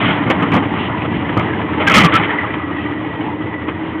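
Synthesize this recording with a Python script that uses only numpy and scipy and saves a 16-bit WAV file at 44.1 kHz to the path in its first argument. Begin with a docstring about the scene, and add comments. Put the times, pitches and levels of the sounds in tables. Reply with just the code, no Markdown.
"""Stones knock and grind on a plough over the drone of a six-cylinder tractor, heard from the cab.
Engine firings and the ride shake the cab into a rumble. Soil, gravel and pebbles scrape along the
steel boards, which ring; the steel squeals against stones, and a thin whistle runs throughout.
The microphone passes little treble and overloads on the hardest blows."""
import sys
import numpy as np
from scipy import signal
from scipy.fft import rfft, irfft
from scipy.io import wavfile
from scipy.ndimage import uniform_filter1d

SR = 44100
rng = np.random.default_rng(int(sys.argv[2]) if len(sys.argv) > 2 else 0)


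def to_wav(sig):
    """Store sig (one row per channel, or 1-D mono) as 16-bit WAV at the path in sys.argv[1].

    Samples outside -1..1 are clipped; the rate is SR.
    """
    pcm = np.clip(np.atleast_2d(sig), -1, 1) * 32767
    pcm = np.round(pcm).astype(np.int16)
    wavfile.write(sys.argv[1], SR, pcm.T)  # frames by channels


N = 176400
TIME = np.arange(N) / SR
GRAINS_PER_S, FLUTTER_DB = 3500, 3.5

# Modes of the steel boards. Each row: frequency in Hz, relative level in dB, T60 in seconds.
STEEL_MODES = [(625, 1.5, 0.11), (908, 1, 0.35), (1192, -2.5, 0.31), (1260, 0, 0.6), (1311, -4, 0.12),
               (1607, -7, 0.15), (1808, -7, .15), (1956, 2.5, 0.17), (2130, -6, 0.12), (2290, -8.5, .15),
               (2500, -9, 0.22), (3180, -2, 0.035)]
# Spectrum of sliding soil. Each row: frequency in Hz, relative density in dB.
SOIL_SPECTRUM = [(250, -7), (500, -1.5), (740, -2.5), (930, 5), (1300, 0.5), (1550, -1.5), (2000, 2),
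                 (2700, -10), (3100, -4), (3700, -12)]


def tractor(cylinders=6, waver_db=3, firing_spread_db=4, noise_share=0.93):
    """Engine orders drone; uneven firings and noise shake the cab; all swell with the ride."""
    # Each row: time in seconds, firings per second.
    engine_speed = [(0, 80), (.5, 79.2), (.7, 81.3), (1.05, 88), (1.35, 84), (1.55, 88.6), (1.9, 84),
                    (2.35, 83), (2.7, 86), (2.95, 84), (3.3, 88.3), (3.65, 87.4), (4, 87)]
    # Each row: multiple of the full engine cycle rate, level in dB.
    orders = [(6, -38), (8, -39.5), (20, -35.5), (21, -35.5), (22, -30.5), (26, -42.5), (30, -39.5)]
    # Each row: frequency in Hz, width in Hz, level in dB.
    cab_modes = [(104.4, 12, -36), (174, 61, -35.5), (205, 110, -43.5), (301, 40, -30.5), (410, 53, -49.5)]
    # Each row: frequency in Hz, relative density in dB.
    rumble_spectrum = [(30, -12), (60, -28), (90, 2.5), (140, 1.5), (250, 3.5), (350, -6.5), (500, -14),
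                       (900, -5), (1400, -21.5), (3000, -18.5)]
    # Each row: time in seconds, gain in dB.
    ride_swell = [(0, 2.5), (.6, 4.5), (.8, 1), (1.5, 4), (1.75, 3.5), (2.2, 4.5), (2.4, -0.5), (3.2, 0.5),
                  (3.7, -1), (4, -2)]
    firings = np.cumsum(in_time(engine_speed)) / SR
    tones = 0
    for order, db in orders:
        amplitude = np.sqrt(2) * from_db(db + waver_db * drift(3))
        tones += amplitude * np.sin(2 * np.pi * (order * firings / cylinders + rng.random()))
    cylinder_db = rng.normal(0, firing_spread_db, cylinders)[firings.astype(int) % cylinders]
    strength = from_db(cylinder_db + firing_spread_db * drift(21))
    pulses = rms_one(np.diff(np.floor(firings), prepend=0) * strength)
    shake = np.sqrt(1 - noise_share) * pulses + np.sqrt(noise_share) * rng.standard_normal(N)
    cab = sum(from_db(db) * rms_one(resonate(shake, hz, width_hz)) for hz, width_hz, db in cab_modes)
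    cab = signal.sosfilt(signal.butter(2, [70, 700], "band", fs=SR, output="sos"), cab)
    rumble = from_db(-28.5 + 3.1 * drift(6.3)) * colour(rng.standard_normal(N), rumble_spectrum)
    ride_db = in_time(ride_swell)
    return from_db(0.45 * ride_db) * tones + from_db(ride_db) * (cab + rumble)


def stones(contacts_per_s=4000, ring_db=-22.5):
    """Each stone is a burst of contacts: the frame thuds, the boards clunk, loose steel jangles."""
    # Each row: start in seconds, length in seconds, then thud, clunk and jangle levels in dB.
    knocks = [(.003, 0.04, -20, -19, -21.5), (0.046, 0.021, -18.5, -29, -18.5),
              (0.079, 0.034, -15, -22, -20), (0.219, 0.025, -19.5, -30.5, -27),
              (0.263, 0.028, -16.5, -22.5, -36), (0.299, 0.014, -16, -11, -14.5),
              (0.421, 0.016, -17, -16.5, -22), (.517, 0.015, -14.5, -20, -19),
              (0.537, 0.044, -11.5, -15, -21), (0.893, 0.01, -19.5, -22, -42),
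              (1.047, 0.012, -23, -21, -26), (1.141, 0.034, -18.5, -43, -28.5),
              (1.367, .015, -13.5, -14.5, -29), (1.394, 0.0061, -23, -18.5, -23),
              (1.799, 0.027, -31, -17, -19.5), (1.867, 0.016, -20.5, -19, -12),
              (1.896, 0.061, -22, -18.5, -14), (1.939, 0.05, -17.5, -12.5, -5.5),
              (1.994, .026, -19.5, -16.5, -9), (2.034, 0.029, -17, -15.5, -12),
              (2.122, 0.055, -22, -22, -16), (2.196, 0.0069, -18, -29, -24), (2.233, 0.018, -27, -29, -19),
              (2.536, 0.0065, -40, -20, -23.5), (3.683, 0.0085, -25, -20, -24)]
    # Three spectra. Each row: frequency in Hz, relative density in dB.
    thud = [(30, -27.5), (65, -19), (105, -0.5), (185, 1), (280, -4), (400, -25)]
    clunk = [(290, 2.5), (450, 1.5), (620, -1), (740, -1), (920, -2), (1240, 2.5), (1400, -7)]
    jangle = [(1400, -0.5), (1600, -4), (1950, 1.5), (2200, 3), (2800, -6), (3120, 2), (3600, -8.5)]
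    starts_s, lengths_s, thud_db, clunk_db, jangle_db = np.transpose(knocks)
    out = np.zeros(N)
    for spectrum, levels_db, release_s, rings in (
            (thud, thud_db, 0.0079, False), (clunk, clunk_db, 0.01, True), (jangle, jangle_db, 0.01, True)):
        pushes = [from_db(db) * push(start_s, length_s, release_s)
                  for start_s, length_s, db in zip(starts_s, lengths_s, levels_db)]
        burst = np.max(pushes, axis=0) * steady(colour(grains(contacts_per_s), spectrum))
        out += burst
        if rings:
            out += from_db(ring_db) * boards(burst)
    return out


def squeals(jitter=0.014, edge_s=0.0068, clear_above_db=-15.5, rough_per_db=0.6):
    """Steel sticks and slips on stones: gliding tones, clear under hard pressure, rough under light. The two
    low glides near 200 Hz are the frame groaning under the blow."""
    # Each row: start in seconds, length in seconds, start and end pitch in Hz, level in dB.
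    slips = [(0.561, 0.056, 916, 933, -25.5), (0.879, 0.19, 990, 1046, -31.5),
             (1.388, .03, 2140, 2130, -22.5), (1.455, 0.062, 1990, 1850, -30.5),
             (1.5, 0.083, 1690, 1600, -31), (1.871, 0.021, 1631, 1560, -9.5),
             (1.88, 0.032, 2160, 2130, -19.5), (1.892, 0.038, 1383, 1293, -14),
             (1.963, 0.032, 1330, 1232, -6), (1.96, 0.0316, 205, 222.4, -5), (2.006, .064, 225, 139.8, -9),
             (2.037, 0.055, 1181, 1126, -15), (2.129, 0.053, 1311, 1347, -16),
             (2.289, 0.095, 1890, 1950, -29), (2.372, 0.073, 1940, 1977, -21.5),
             (2.425, 0.027, 1315, 1310, -22.5), (2.561, 0.36, 1219, 1214, -34.5),
             (3.185, .16, 790, 925, -33)]
    out = np.zeros(N)
    waver = 1 + jitter * drift(90)
    flutter = from_db(FLUTTER_DB * drift(45))
    chatter = drift(70) + 1j * drift(70)
    for start_s, length_s, start_hz, end_hz, db in slips:
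        span = (TIME > start_s) & (TIME < start_s + length_s)
        t = TIME[span] - start_s
        hz = (start_hz + (end_hz - start_hz) * t / length_s) * waver[span]
        edges = np.clip(np.minimum(t, length_s - t) / edge_s, 0, 1)
        rough = np.clip((clear_above_db - db) * rough_per_db, 0, 1)
        grip = np.sqrt(2 * (1 - rough)) + np.sqrt(rough) * chatter[span]
        out[span] += from_db(db) * edges * np.real(grip * np.exp(2j * np.pi * np.cumsum(hz) / SR))
    return out * flutter


def soil(surge_db=1.84, ring_db=-11.5, clink_db=-4.5):
    """Grit and pebbles slide over the boards in uneven surges; the grit sets the steel ringing."""
    # Each row: time in seconds, level in dB.
    scrape_level = [(0, -23.5), (.14, -21.5), (.21, -25), (.65, -27.5), (.85, -25.5), (1.1, -32),
                    (1.28, -26), (1.5, -30), (1.77, -27), (1.9, -21.5), (2.2, -21), (2.45, -24),
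                    (2.65, -30.5), (2.83, -29), (2.95, -31.5), (3.1, -29), (3.4, -35), (3.58, -31.5),
                    (3.77, -33), (4, -31.5)]
    flow = from_db(in_time(scrape_level) + surge_db * drift(20))
    grit = flow * grains(GRAINS_PER_S)
    clinks = from_db(clink_db) * flow * pebbles()
    return colour(grit, SOIL_SPECTRUM) + from_db(ring_db) * boards(grit) + clinks


def boards(force):
    """The plough's steel boards ring in their modes."""
    ring = sum((-1) ** k * from_db(db) * resonate(force, hz, np.log(1000) / np.pi / t60_s)
               for k, (hz, db, t60_s) in enumerate(STEEL_MODES))
    return ring / np.sqrt(sum(from_db(db) ** 2 for _, db, _ in STEEL_MODES))


def pebbles(pitch_count=60, clinks_per_s=130, t60_s=0.073):
    """Pebbles clink in the soil, each briefly at a pitch of its own; unit power."""
    hits = grains(clinks_per_s)
    pitch_index = rng.integers(0, pitch_count, N)
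    pitches_hz = np.geomspace(STEEL_MODES[0][0], STEEL_MODES[-1][0], pitch_count)
    gains = from_db(np.interp(pitches_hz, *np.transpose(SOIL_SPECTRUM)))
    width_hz = np.log(1000) / np.pi / t60_s
    return rms_one(sum(gains[k] * resonate(hits * (pitch_index == k), hz, width_hz)
                       for k, hz in enumerate(pitches_hz)))


def gravel(width_hz=520):
    """Patches of gravel rasp along the boards, each a bright band that swells and fades."""
    # Each row: start in seconds, length in seconds, centre in Hz, peak level in dB.
    patches = [(-.08, 0.28, 3200, -24), (0.749, .16, 2900, -27.5), (0.999, 0.04, 2250, -26),
               (2.109, 0.098, 3080, -21), (2.747, .13, 2600, -34)]
    grit = grains(GRAINS_PER_S)
    out = np.zeros(N)
    for start_s, length_s, hz, db in patches:
        swell = np.sin(np.pi * np.clip((TIME - start_s) / length_s, 0, 1))
        out += from_db(db) * swell * resonate(grit, hz, width_hz)
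    return out


def whistle(centre_hz=1950, wander=0.009, jitter=0.013):
    """A thin, wavering tone, likely a rubbing disc."""
    # Each row: time in seconds, level in dB.
    whistle_level = [(0, -36.5), (2.2, -40), (2.7, -34), (3.3, -42), (3.55, -34), (3.7, -43), (4, -40.5)]
    hz = centre_hz * (1 + wander * drift(3) + jitter * drift(70))
    amplitude = np.sqrt(2) * from_db(in_time(whistle_level) + FLUTTER_DB * drift(25))
    return amplitude * np.sin(2 * np.pi * np.cumsum(hz) / SR)


def grains(per_s, spread_db=1.5):
    """Random tiny contacts of uneven size; unit power."""
    sizes = from_db(spread_db * np.minimum(rng.exponential(1, N), 4)) * rng.choice([-1, 1], N)
    return rms_one(sizes * (rng.random(N) < per_s / SR))


def push(start_s, length_s, release_s, attack_s=0.004):
    """Contact envelope: quick rise, hold, exponential release."""
    rise = np.clip((TIME - start_s) / attack_s + 0.5, 0, 1)
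    return rise * np.exp(-np.maximum(TIME - start_s - length_s, 0) / release_s)


def steady(x, window_s=0.012):
    """Even out chance swells to unit power."""
    return x / np.sqrt(uniform_filter1d(x ** 2, size=int(window_s * SR)) + 1e-6)


def resonate(x, hz, width_hz):
    """One resonance that keeps the power of a white input."""
    r = np.exp(-np.pi * width_hz / SR)
    numerator = np.sqrt((1 - r * r) / 2) * np.array([1, 0, -1])
    return signal.lfilter(numerator, [1, -2 * r * np.cos(2 * np.pi * hz / SR), r * r], x + 1e-18)


def colour(x, spectrum, skirt_db_per_octave=18):
    """Give a white signal a spectrum and keep its power."""
    hz, db = np.transpose(spectrum)
    octave = np.log2(np.fft.rfftfreq(2 * N, 1 / SR) + 1)
    outside = np.abs(octave - np.clip(octave, np.log2(hz[0]), np.log2(hz[-1])))
    gain = from_db(np.interp(octave, np.log2(hz), db) - skirt_db_per_octave * outside)
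    return irfft(rfft(x, 2 * N) * rms_one(gain))[:N]


def drift(rate_hz, hop=40, warmup=2000):
    """Smooth random curve of unit spread, changing about rate_hz times a second."""
    r = np.exp(-2 * np.pi * rate_hz * hop / SR)
    noise = rng.standard_normal(N // hop + warmup + 2)
    slow = signal.lfilter([1], [1, -2 * r, r * r], noise)[warmup:]
    return np.interp(np.arange(N) / hop, np.arange(len(slow)), rms_one(slow))


def in_time(rows):
    """Interpolate (seconds, value) rows at every sample."""
    return np.interp(TIME, *np.transpose(rows))


def from_db(db):
    """Decibels to gain."""
    return 10 ** (np.asarray(db) / 20)


def rms_one(x):
    """Scale to unit power."""
    return x / np.sqrt(np.mean(x ** 2) + 1e-20)


def scene():
    """Tractor and plough, mono."""
    return (tractor() + soil() + gravel() + stones() + squeals() + whistle())[None]


def record(dry, low_hz=39.4, top_hz=3223, stop_hz=5050, clip_level=0.67, cutoff_hz=16100):
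    """A narrow-band microphone, hard overload, then a final low-pass."""
    x = signal.sosfilt(signal.butter(2, low_hz, "high", fs=SR, output="sos"), dry)
    x = signal.sosfilt(signal.butter(8, top_hz, fs=SR, output="sos"), x)
    x = signal.sosfilt(signal.cheby2(12, 60, stop_hz, fs=SR, output="sos"), x)
    x = np.clip(x, -clip_level, clip_level)
    return signal.sosfilt(signal.cheby2(16, 60, cutoff_hz, fs=SR, output="sos"), x)


dry = scene()
out = record(dry)
to_wav(out)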